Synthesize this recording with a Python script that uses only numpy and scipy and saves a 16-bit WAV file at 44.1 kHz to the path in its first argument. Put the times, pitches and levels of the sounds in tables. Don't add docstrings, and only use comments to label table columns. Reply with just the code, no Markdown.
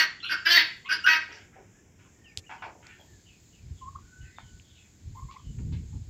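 import sys
import numpy as np
from scipy import signal
from scipy.fft import rfft, irfft
from scipy.io import wavfile
from scipy.ndimage import uniform_filter1d

SR = 44100
rng = np.random.default_rng(int(sys.argv[2]) if len(sys.argv) > 2 else 0)


def elevation(decibels):
    levels = np.asarray(decibels, float)
    return 10 ** (levels / 20)


def to_wav(sig):
    pcm = np.clip(np.atleast_2d(sig), -1, 1) * 32767
    pcm = np.round(pcm).astype(np.int16)
    wavfile.write(sys.argv[1], SR, pcm.T)


N = 268569
t = np.arange(N) / SR

# t/s, level/dB, beak opening/0-1, air pressure/0-1
RASPS = [
    [(0.0, -14, 0.9, 0.6), (0.032, -20.5, 0.37, 0.6), (0.07, -30.5, 1, 0.23)],
    [(0.286, -39, 0.15, 0.36), (0.324, -20.5, 0.03, 0.5), (0.336, -23.5, 0.1, 0.52), (0.366, -40.5, 0, 0.5)],
    [(0.448, -45, 0.5, 0.84), (0.463, -13.5, 0.2, 0.2), (.495, -21, 0.3, 0.59), (0.524, -16.5, 0.95, 0.87),
     (.543, -18, 0, 0.72), (.565, -15.5, 0.3, 1), (0.578, -13, 0.97, 0.49), (0.63, -28, 1, 0.7)],
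    [(0.886, -33, 0, 0.4), (0.904, -24, 0.32, 0.2), (0.928, -21, 0.32, 0.69), (0.976, -43.5, 0.55, 0.8)],
    [(1.058, -34.5, 0.2, 0.6), (1.065, -18, 0.32, 0.35), (1.078, -16, 0.4, 0.2), (1.105, -15.5, 1, 0.33),
     (1.135, -17, 0.59, 0.34), (1.19, -30.5, 0.23, 0.23)],
]
# t/s, pitch f/Hz, roughness/0 clear-1 noise, mouth resonance f/Hz, beak resonance f/Hz
SYRINX = [
    [(0, 320, .22, 2880, 4450), (.03, 314, .22, 2880, 4450), (.07, 318, .25, 2240, 4450)],
    [(.285, 302, .3, 2800, 4750), (.31, 309, .12, 2170, 4720), (.335, 312, .15, 2170, 4720),
     (.365, 304, .3, 2500, 4600)],
    [(.45, 317, .25, 3400, 5300), (.459, 329, .12, 3500, 5300), (.468, 333, .08, 3600, 4850),
     (.495, 341, .15, 3300, 4900), (.503, 343, .3, 3500, 4200), (.518, 344, .1, 3100, 4480),
     (.545, 345, .07, 2760, 4490), (.56, 345, .08, 3800, 4490), (.570, 345, .1, 3800, 4490),
     (.580, 324, .35, 3830, 4450), (.597, 316, .45, 3800, 4450), (.63, 312, .45, 3100, 4450)],
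    [(.885, 304, .3, 2870, 4800), (.905, 314, .15, 2850, 4800), (.915, 314, .12, 2200, 4800),
     (.935, 321, .12, 2890, 4800), (.975, 318, .3, 2870, 4700)],
    [(1.06, 308, .35, 2900, 4900), (1.068, 316, .25, 2850, 4900), (1.075, 319, .2, 2600, 4900),
     (1.095, 317, .1, 2540, 4900), (1.105, 317, .08, 2540, 4450), (1.125, 318, .07, 2540, 4450),
     (1.14, 318, .08, 2540, 4450), (1.155, 317, .2, 2300, 5100), (1.19, 312, .55, 2300, 4600)],
]
# f/Hz, level/dB
WIDE_TRACT = [(180, -52), (300, -22), (620, -21), (1250, -11.5), (1940, -8), (2740, -10.5), (3340, -17),
              (4500, -21), (5860, -17.5), (6580, -37.5), (8860, -49), (9630, -59), (11500, -37),
              (15500, -46.5)]
# f/Hz, level/dB
NARROW_TRACT = [(180, -47), (300, -17), (501, -28.5), (1490, -11), (2930, -10.5), (4010, -18.5),
                (4810, -11.5), (5580, -12), (6690, -39), (9310, -36), (11400, -29), (12300, -43.5),
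                (15500, -44)]
# f/Hz, level/dB
LONG_TRACT = [(180, -42), (300, -17), (484, -44), (685, -22), (1180, -18.5), (1670, -2), (2790, -4),
              (4580, -3), (5250, 0), (7390, -24.5), (9470, -36), (11900, -28.5), (15500, -28.5)]
MOUTH_LIFT_DB = [8.0, 4.0, 13, 8.0, 8.5]
THROAT_HZ = (1510, 1980)
AIR_WIDE_HZ, AIR_NARROW_HZ = 14000, 11200
BEAK_DB, AIR_DB, CHEST_DB = (-17.5, 4.5), (-33, -11.5), (-33, -35.5)
CHEST_SWELL_DB, CHEST_SWELL_S = 16, 0.046
PULSE_SPREAD_RAD = 2.5

# f/Hz, level/dB per Hz
GARDEN = [(120, -22), (200, -14.5), (273, -13.5), (525, -33.5), (586, -38), (703, -33.5), (1210, -37.5),
          (1480, -31), (2510, -28.5), (2910, -29.5), (7230, -16.5), (8520, -30), (10500, -40), (15500, -34)]
# t/s, level/dB
LEAVES = [(1.45, -78.5), (1.52, -82.5), (1.96, -85), (1.99, -80.5), (2.48, -78.5), (2.75, -83), (2.91, -71),
          (4.14, -72), (4.55, -69), (4.87, -73.5), (5.31, -70), (5.7, -71)]
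LEAVES_MEAN_DB = -73
GARDEN_DB, UPPER_DB = -72, -75.5
INSECTS_DB, INSECTS_FOLLOW = -67, 0.39
HISS_DB, HISS_FOLLOWS = -80, 0.13
HISS_HELD_DB, HISS_BACK_S = -18.5, 0.64
MURMUR_GARDEN_DB, MURMUR_YARD_DB, MOVE_S, MOVE_LASTS_S = -66.5, -71.5, 3.15, 0.089
# f/Hz, level/dB per Hz
HUM = [(15, -59), (25, -15.5), (96, 1.5), (135, -6), (186, -5.5), (750, -31), (1050, -30), (1200, -34.5),
       (1560, -49), (2640, -120)]
HUM_DB = -59.5

# t/s, peak
# level/dB, lowest f/Hz, highest f/Hz, length/s
RUSTLES = [(0.202, -42.5, 2874, 3620, 0.013), (0.24, -35, 2462, 3570, 0.1), (0.857, -44, 2113, 3575, 0.055),
           (1.294, -48, 1290, 3400, 0.13), (1.318, -52, 4500, 6100, 0.088), (1.555, -50.5, 300, 880, 0.058),
           (1.527, -60, 1196, 2650, 0.12), (2.372, -54, 253, 800, 0.021), (2.866, -47, 500, 3530, 0.0039),
           (2.499, -61, 4000, 7430, 0.086), (2.618, -62, 4000, 6000, 0.094),
           (4.388, -48.5, 614, 2230, 0.021), (4.394, -57, 2920, 4550, 0.011),
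           (4.75, -57, 2420, 4260, 0.045), (0.243, -62.5, 9490, 12600, 0.066),
           (0.633, -61, 10380, 15070, 0.072), (0.764, -75.5, 8900, 15340, .07),
           (1.038, -56.5, 8360, 12100, 0.05), (2.99, -73, 13000, 14610, .18),
           (3.404, -77, 14300, 15810, 0.21), (5.152, -71.5, 13040, 15380, 0.077),
           (5.311, -53.5, 1900, 5000, 0.035), (5.722, -55, 1514, 5000, 0.052)]
# t/s, length/s, start f/Hz, end f/Hz, level/dB
SQUEAKS = [
    (.218, 0.058, 1340, 1436, -44),
    (.438, 0.069, 1344, 1366, -41.5),
    (.838, 0.054, 1022, 1145, -49),
    (1.032, 0.048, 1400, 1480, -34),
]
SQUEAK_PARTIALS_DB = [(0, 0.5, 3, -16), (0, -3.5, -16, -25), (0, -2, -15, -19.5), (3, -1, -27, -16.5)]
# share of length/0-1, share of glide/0-1, level/dB, extra overtone level/dB
SQUEAK_SHAPE = [(0, 0.042, -32, 1), (.25, 0.12, -6.5, 8.5), (0.549, 0.7, 2.5, -3.5),
                (0.998, 0.82, -6.5, -2)]
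# t/s, length/s, start f/Hz, end f/Hz, level/dB
WHINES = [(.288, 0.044, 1560, 1505, -31.5), (.325, 0.034, 1447, 1388, -33.5),
          (.888, 0.039, 1535, 1495, -30.5), (.935, 0.023, 1502, 1490, -32), (1.061, .04, 1481, 1515, -21.5),
          (.455, 0.052, 4767, 4980, -30), (.497, 0.033, 4200, 4265, -26), (.535, 0.042, 2066, 2034, -24)]
# t/s, peak level/dB, lowest f/Hz, highest f/Hz, length/s
CLUCKS = [(1.287, -55.5, 245, 896, 0.13), (1.987, -64.5, 940, 3370, 0.14), (2.493, -41.5, 640, 2560, 0.073),
          (2.62, -42, 624, 2550, 0.064), (2.659, -56, 302, 984, 0.19), (2.825, -55, 1126, 3120, 0.09),
          (2.887, -53, 1300, 3180, 0.088), (2.991, -63, 499, 1020, 0.068), (5.586, -56.5, 801, 2660, 0.01),
          (5.718, -60.5, 797, 1210, 0.019), (5.928, -65.5, 688, 1304, 0.025)]
# f/Hz, width f/Hz, level/dB
CLUCK_THROAT = [
    (900, 160, 6),
    (1500, 200, -3),
    (2300, 600, -3),
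]
CLUCK_THROAT_DB, RUSTLE_THROAT_DB = -7, -22
BARK_HZ, BARK_DB = 71.9, 3
HEAD_DB, HEAD_S = 4.0, 0.012

# t/s, length/s, start f/Hz, end f/Hz, level/dB
WHISTLES = [(1.72, 0.086, 1643, 1752, -69), (2.15, 0.23, 1854, 1788, -68.5), (2.39, .11, 1810, 1780, -71),
            (2.05, 0.037, 1050, 1053, -70), (2.9, 0.092, 1830, 1750, -63), (3.05, 0.16, 1865, 1645, -72),
            (4.02, .3, 1448, 1542, -64), (4.36, 0.23, 1510, 1482, -71), (4.55, 0.42, 1503, 1487, -83)]
# t/s, length/s, start f/Hz, end f/Hz, level/dB
WARBLES = [
    (3.808, .087, 1013, 1168, -43.5),
]
# t/s, length/s, start f/Hz, end f/Hz, level/dB
PEEPS = [
    (3.946, 0.026, 1042, 1310, -39),
]
# t/s, length/s, start f/Hz, end f/Hz, level/dB
YELPS = [(5.148, 0.019, 926, 888, -50), (5.163, 0.044, 1040, 1052, -47.5), (5.203, 0.041, 1048, 1130, -53),
         (5.282, 0.031, 1029, 1200, -48.5), (5.305, 0.017, 1102, 1120, -44),
         (5.357, 0.0187, 992, 1254, -43.5), (5.335, 0.025, 926, 793, -56), (5.39, 0.018, 1200, 1070, -55)]
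YELP_OCTAVE_DB = [-30, -20, -27, -15, -21, -11.5, -30, -21]
# share of length/0-1, share of glide/0-1, level/dB
WHISTLE_SHAPE = [(0, 0.042, -7), (0.347, 0.373, 1), (0.997, 1, -1.5)]
# share of length/0-1, share of glide/0-1, level/dB
WARBLE_SHAPE = [(0, 0.43, -16), (.2, 0.26, -1.5), (.5, 0.007, -9), (0.679, 0.32, -5), (.92, .55, 4.5),
                (1, 0.66, -10)]
# share of length/0-1, share of glide/0-1, level/dB
PEEP_SHAPE = [(0, 0.26, -11), (.35, 0.048, -4), (.6, 0.42, 3), (.8, .8, -23), (1.001, 1, 0)]
# share of length/0-1, share of glide/0-1, level/dB
YELP_SHAPE = [(0, 0.088, -3), (.3, 0.04, -2), (.75, .45, 1.5), (1, 1, -2)]

# t/s, length/s, start f/Hz, end f/Hz, level/dB
NEAR_CHIRPS = [(2.24, 0.094, 3180, 2150, -62), (2.27, .04, 5220, 4920, -68),
               (2.436, 0.027, 2220, 2890, -67), (2.459, 0.075, 2980, 2630, -60.5),
               (2.58, 0.044, 3120, 2840, -65), (2.996, 0.04, 3400, 3300, -60.5)]
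# t/s, length/s, start f/Hz, end f/Hz, level/dB
FAR_CHIRPS = [(3.25, 0.096, 3110, 2370, -67), (3.509, 0.11, 3150, 2280, -74),
              (3.27, 0.082, 3460, 2740, -75), (3.29, 0.095, 2650, 2274, -81), (3.6, 0.099, 2480, 2270, -80),
              (3.76, .09, 3515, 3260, -73), (3.771, 0.066, 3340, 2840, -79), (4.69, .06, 3640, 3650, -75),
              (4.201, 0.1, 3060, 2330, -71), (4.219, 0.19, 1984, 2100, -70.5),
              (4.348, 0.15, 3740, 2965, -71), (4.628, 0.23, 3315, 3446, -73),
              (4.761, 0.11, 2710, 2480, -74), (4.82, 0.044, 2175, 2160, -75),
              (5.363, 0.15, 3410, 2924, -74.5)]
# t/s, peak level/dB, lowest f/Hz, highest f/Hz, thump level/dB
TICKS = [
    (2.3741, -14.5, 1940, 7750, -36.5),
    (2.869, -36, 4000, 7340, -67),
    (4.385, -30.5, 684, 2200, -54),
    (4.598, -43, 2050, 3100, -44.5),
    (5.736, -43, 1510, 4830, -54),
]
# t/s, peak level/dB, rise per 20 dB/s, fall per 20 dB/s, flutter level/dB
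GUSTS = [(3.141, -49.5, 0.12, 0.049, -4), (3.651, -46, 0.092, 0.093, -6.5),
         (3.719, -38.5, 0.11, 0.07, -4.5), (3.87, -43.5, 0.085, 0.1, -7.5), (3.96, -47, .08, .08, -4),
         (4.04, -50, 0.08, .04, -5.5), (4.23, -41.5, .06, 0.062, -14), (4.451, -47, 0.1, 0.044, -4),
         (4.539, -48, 0.058, 0.083, -6.5), (4.709, -58.5, 0.045, .6, -6), (5.07, -40.5, 0.085, 0.3, -4.5),
         (5.251, -33.5, 0.039, 0.028, -9.5), (5.471, -41, 0.058, 0.046, 0),
         (5.503, -33.5, 0.036, 0.03, -3.5), (5.59, -39.5, 0.087, 0.23, 5), (5.655, -31.5, 0.085, 0.26, -3),
         (5.732, -33, 0.097, 0.1, 2.5), (5.778, -34.5, 0.077, 0.076, 1), (5.834, -44, .06, 0.054, 7),
         (5.88, -38.5, 0.077, 0.068, -10), (5.95, -35, 0.088, 0.14, -2), (6.015, -38.5, 0.087, 0.074, -5),
         (6.088, -39, 0.069, 0.11, -7)]
# f/Hz, level/dB per Hz
BUFFET = [(15, -57), (36, -6), (90, 2.5), (150, -5), (239, -19), (401, -35.5), (442, -35.5), (700, -65),
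          (910, -93.5), (1540, -120)]
WIND_START_S = 2.9
WALL_T60_S, WALL_DB, FAR_T60_S = 0.36, -10.5, 0.22


def at_hz(points, hz):
    f, db = np.transpose(points)
    return np.interp(np.log(np.maximum(hz, 1)), np.log(f), db)


def unit(x):
    return x / np.sqrt(np.mean(x ** 2) + 1e-20)


def between(ends, share):
    return ends[0] + (ends[1] - ends[0]) * share


def band(x, low_hz, high_hz):
    sos = signal.butter(2, [low_hz, min(high_hz, .45 * SR)], "band", fs=SR, output="sos")
    return signal.sosfilt(sos, x)


def band_twice(x, low_hz, high_hz):
    return band(band(x, low_hz, high_hz), low_hz, high_hz)


def coloured(spectrum):
    gain = elevation(at_hz(spectrum, np.fft.rfftfreq(N + 1, 1 / SR)))
    return unit(irfft(rfft(rng.standard_normal(N + 1)) * gain)[:N])


def wobble(size, rate_hz, count=1):
    sos = signal.butter(2, rate_hz, fs=SR, output="sos")
    slow = signal.sosfilt(sos, rng.standard_normal((count, size + 4000)))[:, 4000:]
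    return slow / np.sqrt(1.22 * rate_hz / SR)


def note(rows, edge_s=0.0082):
    s, *columns = np.transpose(rows)
    span = slice(int(max(s[0], 0) * SR), int(s[-1] * SR))
    since_start = t[span] - s[0] + (s[0] < .004)
    edges = np.clip(np.minimum(since_start, s[-1] - t[span]) / edge_s, 0, 1)
    return span, edges, [np.interp(t[span], s, c) for c in columns]


def unfold(events, shape, partials_db):
    notes = []
    for (s, length, start_hz, end_hz, db), mix in zip(events, partials_db):
        rows = []
        for at, glide, step_db, *over_db in shape:
            levels = [db + step_db + p + sum(over_db) * (k > 0) for k, p in enumerate(mix)]
            rows.append((s + at * length, between((start_hz, end_hz), glide), *levels))
        notes.append(rows)
    return notes


def tones(notes, blur, blur_hz):
    out = np.zeros(N)
    for rows in notes:
        span, edges, (hz, *levels_db) = note(rows)
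        phase = 2 * np.pi * np.cumsum(hz) / SR
        for k, db in enumerate(levels_db, start=1):
            a, b = wobble(len(hz), blur_hz, count=2) * np.sqrt(blur / 2)
            partial = (np.sqrt(1 - blur) + a) * np.sin(k * phase) + b * np.cos(k * phase)
            out[span] += edges * elevation(db + 3.0) * partial
    return out


def echoes(x, t60, dull_hz):
    lag = t[:SR // 2]
    tail = rng.standard_normal(len(lag)) * elevation(-60 * lag / t60) * np.clip(lag / 0.0065, 0, 1)
    tail = signal.lfilter(*signal.butter(2, dull_hz, fs=SR), tail)
    return signal.fftconvolve(x, tail / np.sqrt(np.sum(tail ** 2)))[:N]


def breathy_bursts(events, throat_db, bark_db, head_db):
    out, age = np.zeros(N), t[:SR // 4]
    for s, db, low_hz, high_hz, length in events:
        burst = rng.standard_normal(len(age)) * elevation(2.6 * wobble(len(age), 130)[0])
        throat = sum(elevation(g) * band(burst, f - w / 2 - 50, f + w / 2 + 50) for f, w, g in CLUCK_THROAT)
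        voiced = unit(band_twice(burst + elevation(throat_db) * throat, low_hz, high_hz))
        bark_phase = 2 * np.pi * BARK_HZ * (age - .008) + .5 * wobble(len(age), 26)[0]
        voiced = voiced * elevation(bark_db * np.cos(bark_phase))
        dull = band(voiced, 0.92 * low_hz, np.sqrt(low_hz * high_hz))
        voiced = dull + (voiced - dull) * np.exp(-age / (2.1 * length))
        shape = np.clip(age / (0.04 * length), 0, 1) * np.exp(-(age / length) ** 2)
        shape = shape * elevation(head_db * np.exp(-age / HEAD_S))
        at = int(s * SR)
        out[at:at + len(age)] += (elevation(db - 2.5) * voiced * shape)[:N - at]
    return out + elevation(-6.0) * echoes(out, FAR_T60_S, dull_hz=4000)


def tract_gain(f, tract, resonances, bands):
    shape_db = at_hz(tract, f) + (1.6 + 6.0 * (f > 7000)) * wobble(f.shape[1], 18, count=len(f))
    for centre_hz, width_hz, lift_db in resonances:
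        shape_db = shape_db + lift_db / (1 + ((f - centre_hz) / width_hz) ** 2)
    gain = elevation(shape_db)
    for low_hz, high_hz, rel_db in bands:
        inside = (f >= low_hz) & (f < high_hz)
        power = np.sum((gain * inside) ** 2, axis=0) / 2
        gain = np.where(inside, gain * elevation(rel_db) / np.sqrt(power), gain)
    dips_db = -18 / (1 + ((f - 9500) / 550) ** 2) - 8 / (1 + ((f - 7500) / 300) ** 2)
    return gain * (f < 15700) * elevation(-2 * (f > 7000) + dips_db)


def rasps():
    out, k = np.zeros(N), np.arange(1, 50)[:, None]
    tracts = (WIDE_TRACT, NARROW_TRACT, LONG_TRACT, NARROW_TRACT, WIDE_TRACT)
    for rows, voice, tract, mouth_db in zip(RASPS, SYRINX, tracts, MOUTH_LIFT_DB):
        span, edges, (db, opening, pressure) = note(rows)
        size = len(db)
        voice_s, *columns = np.transpose(voice)
        hz, rough, mouth_hz, beak_hz = [np.interp(t[span], voice_s, c) for c in columns]
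        jitter = .01 * rough * wobble(size, 60)[0] + .004 * wobble(size, 20)[0]
        phase = 2 * np.pi * np.cumsum(hz * (1 + jitter)) / SR
        f = k * hz

        air_hz = AIR_NARROW_HZ if tract is NARROW_TRACT else AIR_WIDE_HZ
        resonances = [(between(THROAT_HZ, opening), 150, 18 - 7 * opening), (mouth_hz, 170, mouth_db),
                      (beak_hz, 130, 14), (air_hz, 900, 8)]
        joined = np.clip((t[span] - rows[0][0]) / CHEST_SWELL_S + (rows[0][0] < .01), 0, 1)
        chest_db = between(CHEST_DB, pressure) + CHEST_SWELL_DB * joined
        bands = [(200, 1150, chest_db), (1150, 3300, 0), (3300, 9300, between(BEAK_DB, pressure)),
                 (9300, 15700, between(AIR_DB, pressure))]
        gain = tract_gain(f, tract, resonances, bands)

        smear = 1.25 * rough * np.clip(f / 1500, .2, 1) ** 2.5 * np.where(f > 7000, .4, 1)
        delay = 2 * np.pi * f.mean(axis=1, keepdims=True) * .0004 * (f < 3000)
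        carrier = k * phase + rng.uniform(0, PULSE_SPREAD_RAD, k.shape) - delay
        side = wobble(size, 140, count=2 * len(k)) / np.sqrt(2)
        noisy = side[::2] * np.sin(carrier) + side[1::2] * np.cos(carrier)
        harmonics = gain * (np.sqrt(1 - smear) * np.sin(carrier) + np.sqrt(smear) * noisy)
        out[span] += elevation(db - 4.5) * edges * np.sum(harmonics, axis=0)
    return out


def background():
    leaves_db = np.interp(t, *np.transpose(LEAVES))
    swing_db = leaves_db - LEAVES_MEAN_DB
    throb_db = 2.1 * np.cos(2 * np.pi * 2.9 * (t - 3.15))
    insects_db = INSECTS_DB + INSECTS_FOLLOW * swing_db + throb_db
    hiss_db = HISS_DB + HISS_FOLLOWS * swing_db + HISS_HELD_DB * (t < HISS_BACK_S)
    moved = np.clip((t - MOVE_S) / MOVE_LASTS_S, 0, 1)
    murmur_db = between((MURMUR_GARDEN_DB, MURMUR_YARD_DB), moved)
    garden_db = GARDEN_DB + .3 * (murmur_db - MURMUR_GARDEN_DB)
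    bands = [(300, 950, murmur_db), (950, 2900, garden_db), (2900, 5000, leaves_db),
             (5000, 6300, UPPER_DB), (6300, 7950, insects_db), (8800, 15800, hiss_db)]
    air, out = coloured(GARDEN), elevation(HUM_DB) * coloured(HUM)
    for low_hz, high_hz, db in bands:
        out += unit(band_twice(air, low_hz, high_hz)) * elevation(db + 0.28 * wobble(N, 2.4)[0])
    return out


def rustles():
    return breathy_bursts(RUSTLES, RUSTLE_THROAT_DB, bark_db=0, head_db=0)


def squeaks():
    return tones(unfold(SQUEAKS, SQUEAK_SHAPE, SQUEAK_PARTIALS_DB), blur=.2, blur_hz=120)


def whines():
    return tones(unfold(WHINES, WHISTLE_SHAPE, [[0]] * len(WHINES)), blur=.1, blur_hz=80)


def clucks():
    return breathy_bursts(CLUCKS, CLUCK_THROAT_DB, bark_db=BARK_DB, head_db=HEAD_DB)


def turkey():
    whistles = tones(unfold(WHISTLES, WHISTLE_SHAPE, [[0]] * len(WHISTLES)), blur=.3, blur_hz=50)
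    clear = unfold(WARBLES, WARBLE_SHAPE, [[0]]) + unfold(PEEPS, PEEP_SHAPE, [[0]])
    hoarse = unfold(YELPS, YELP_SHAPE, [[0, db] for db in YELP_OCTAVE_DB])
    return whistles + tones(clear, blur=.015, blur_hz=50) + tones(hoarse, blur=.08, blur_hz=90)


def chirp_glides(birds):
    return [[(s, a, db + 1.5), (s + 0.36 * d, 0.57 * a + 0.39 * b, db), (s + d, b, db - 3.5)]
            for s, d, a, b, db in birds]


def chirps():
    near = tones(chirp_glides(NEAR_CHIRPS), blur=.35, blur_hz=80)
    far = tones(chirp_glides(FAR_CHIRPS), blur=.55, blur_hz=190)
    returns = echoes(elevation(-9) * near + far, FAR_T60_S, dull_hz=6000)
    return elevation(0.5) * near + elevation(-5.0) * far + returns


def ticks():
    out, age = np.zeros(N), t[:int(.06 * SR)]
    click = (age == 0) + .6 * (np.arange(len(age)) == 11)
    for s, db, low_hz, high_hz, thump_db in TICKS:
        snap = band_twice(click, low_hz, high_hz)
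        snap = snap / np.abs(snap).max() + elevation(-22.5) * band(click, 1.55 * high_hz, 2.2 * high_hz)
        rustle = unit(band(rng.standard_normal(len(age)), 1.3 * low_hz, 0.88 * high_hz))
        rustle = elevation(-32) * rustle * np.exp(-((age - .013) / 0.011) ** 2)
        thump_shape = age / .012 * np.exp(1 - age / 0.0088)
        thump = -elevation(thump_db) * np.sin(2 * np.pi * 90 * age) * thump_shape
        out[int(s * SR):int(s * SR) + len(age)] += elevation(db) * (snap + rustle) + thump
    return out


def wind():
    span, out = slice(int(WIND_START_S * SR), N), np.zeros(N)
    now = t[span]
    edges = np.clip((now - WIND_START_S) / 0.2, 0, 1)
    push = coloured(BUFFET)
    for low_hz, high_hz, flutters in [(45, 150, 0), (110, 1000, 1)]:
        db = np.max([peak_db + flutters * flutter_db - 20 * np.maximum((s - now) / rise, (now - s) / fall)
                     for s, peak_db, rise, fall, flutter_db in GUSTS], axis=0)
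        part = unit(band(push, low_hz, high_hz))[span]
        part = part / np.sqrt(uniform_filter1d(part ** 2, size=1500) + 0.11)
        part = unit(part * elevation(1.18 * wobble(len(db), 18.0)[0]))
        out[span] += part * edges * elevation(db + 2.0)
    return out


def scene():
    fowl = rasps() + squeaks() + whines()
    stirred = fowl * (.9 + .38 * wobble(N, 110)[0])
    near = fowl + elevation(WALL_DB) * echoes(stirred, WALL_T60_S, dull_hz=5000)
    air = background() + rustles()
    calls = turkey()
    yard = calls + elevation(-15.5 + 2.8 * wobble(N, 60)[0]) * echoes(calls, FAR_T60_S, dull_hz=5000)
    return (near + air + clucks() + yard + chirps() + ticks() + wind())[None]


def roll_off(x):
    return signal.sosfilt(signal.butter(12, 15830, fs=SR, output="sos"), x)


def record(dry):
    mix = 1.1 * np.tanh(dry / 1.1)
    return roll_off(mix)


dry = scene()
out = record(dry)
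to_wav(out)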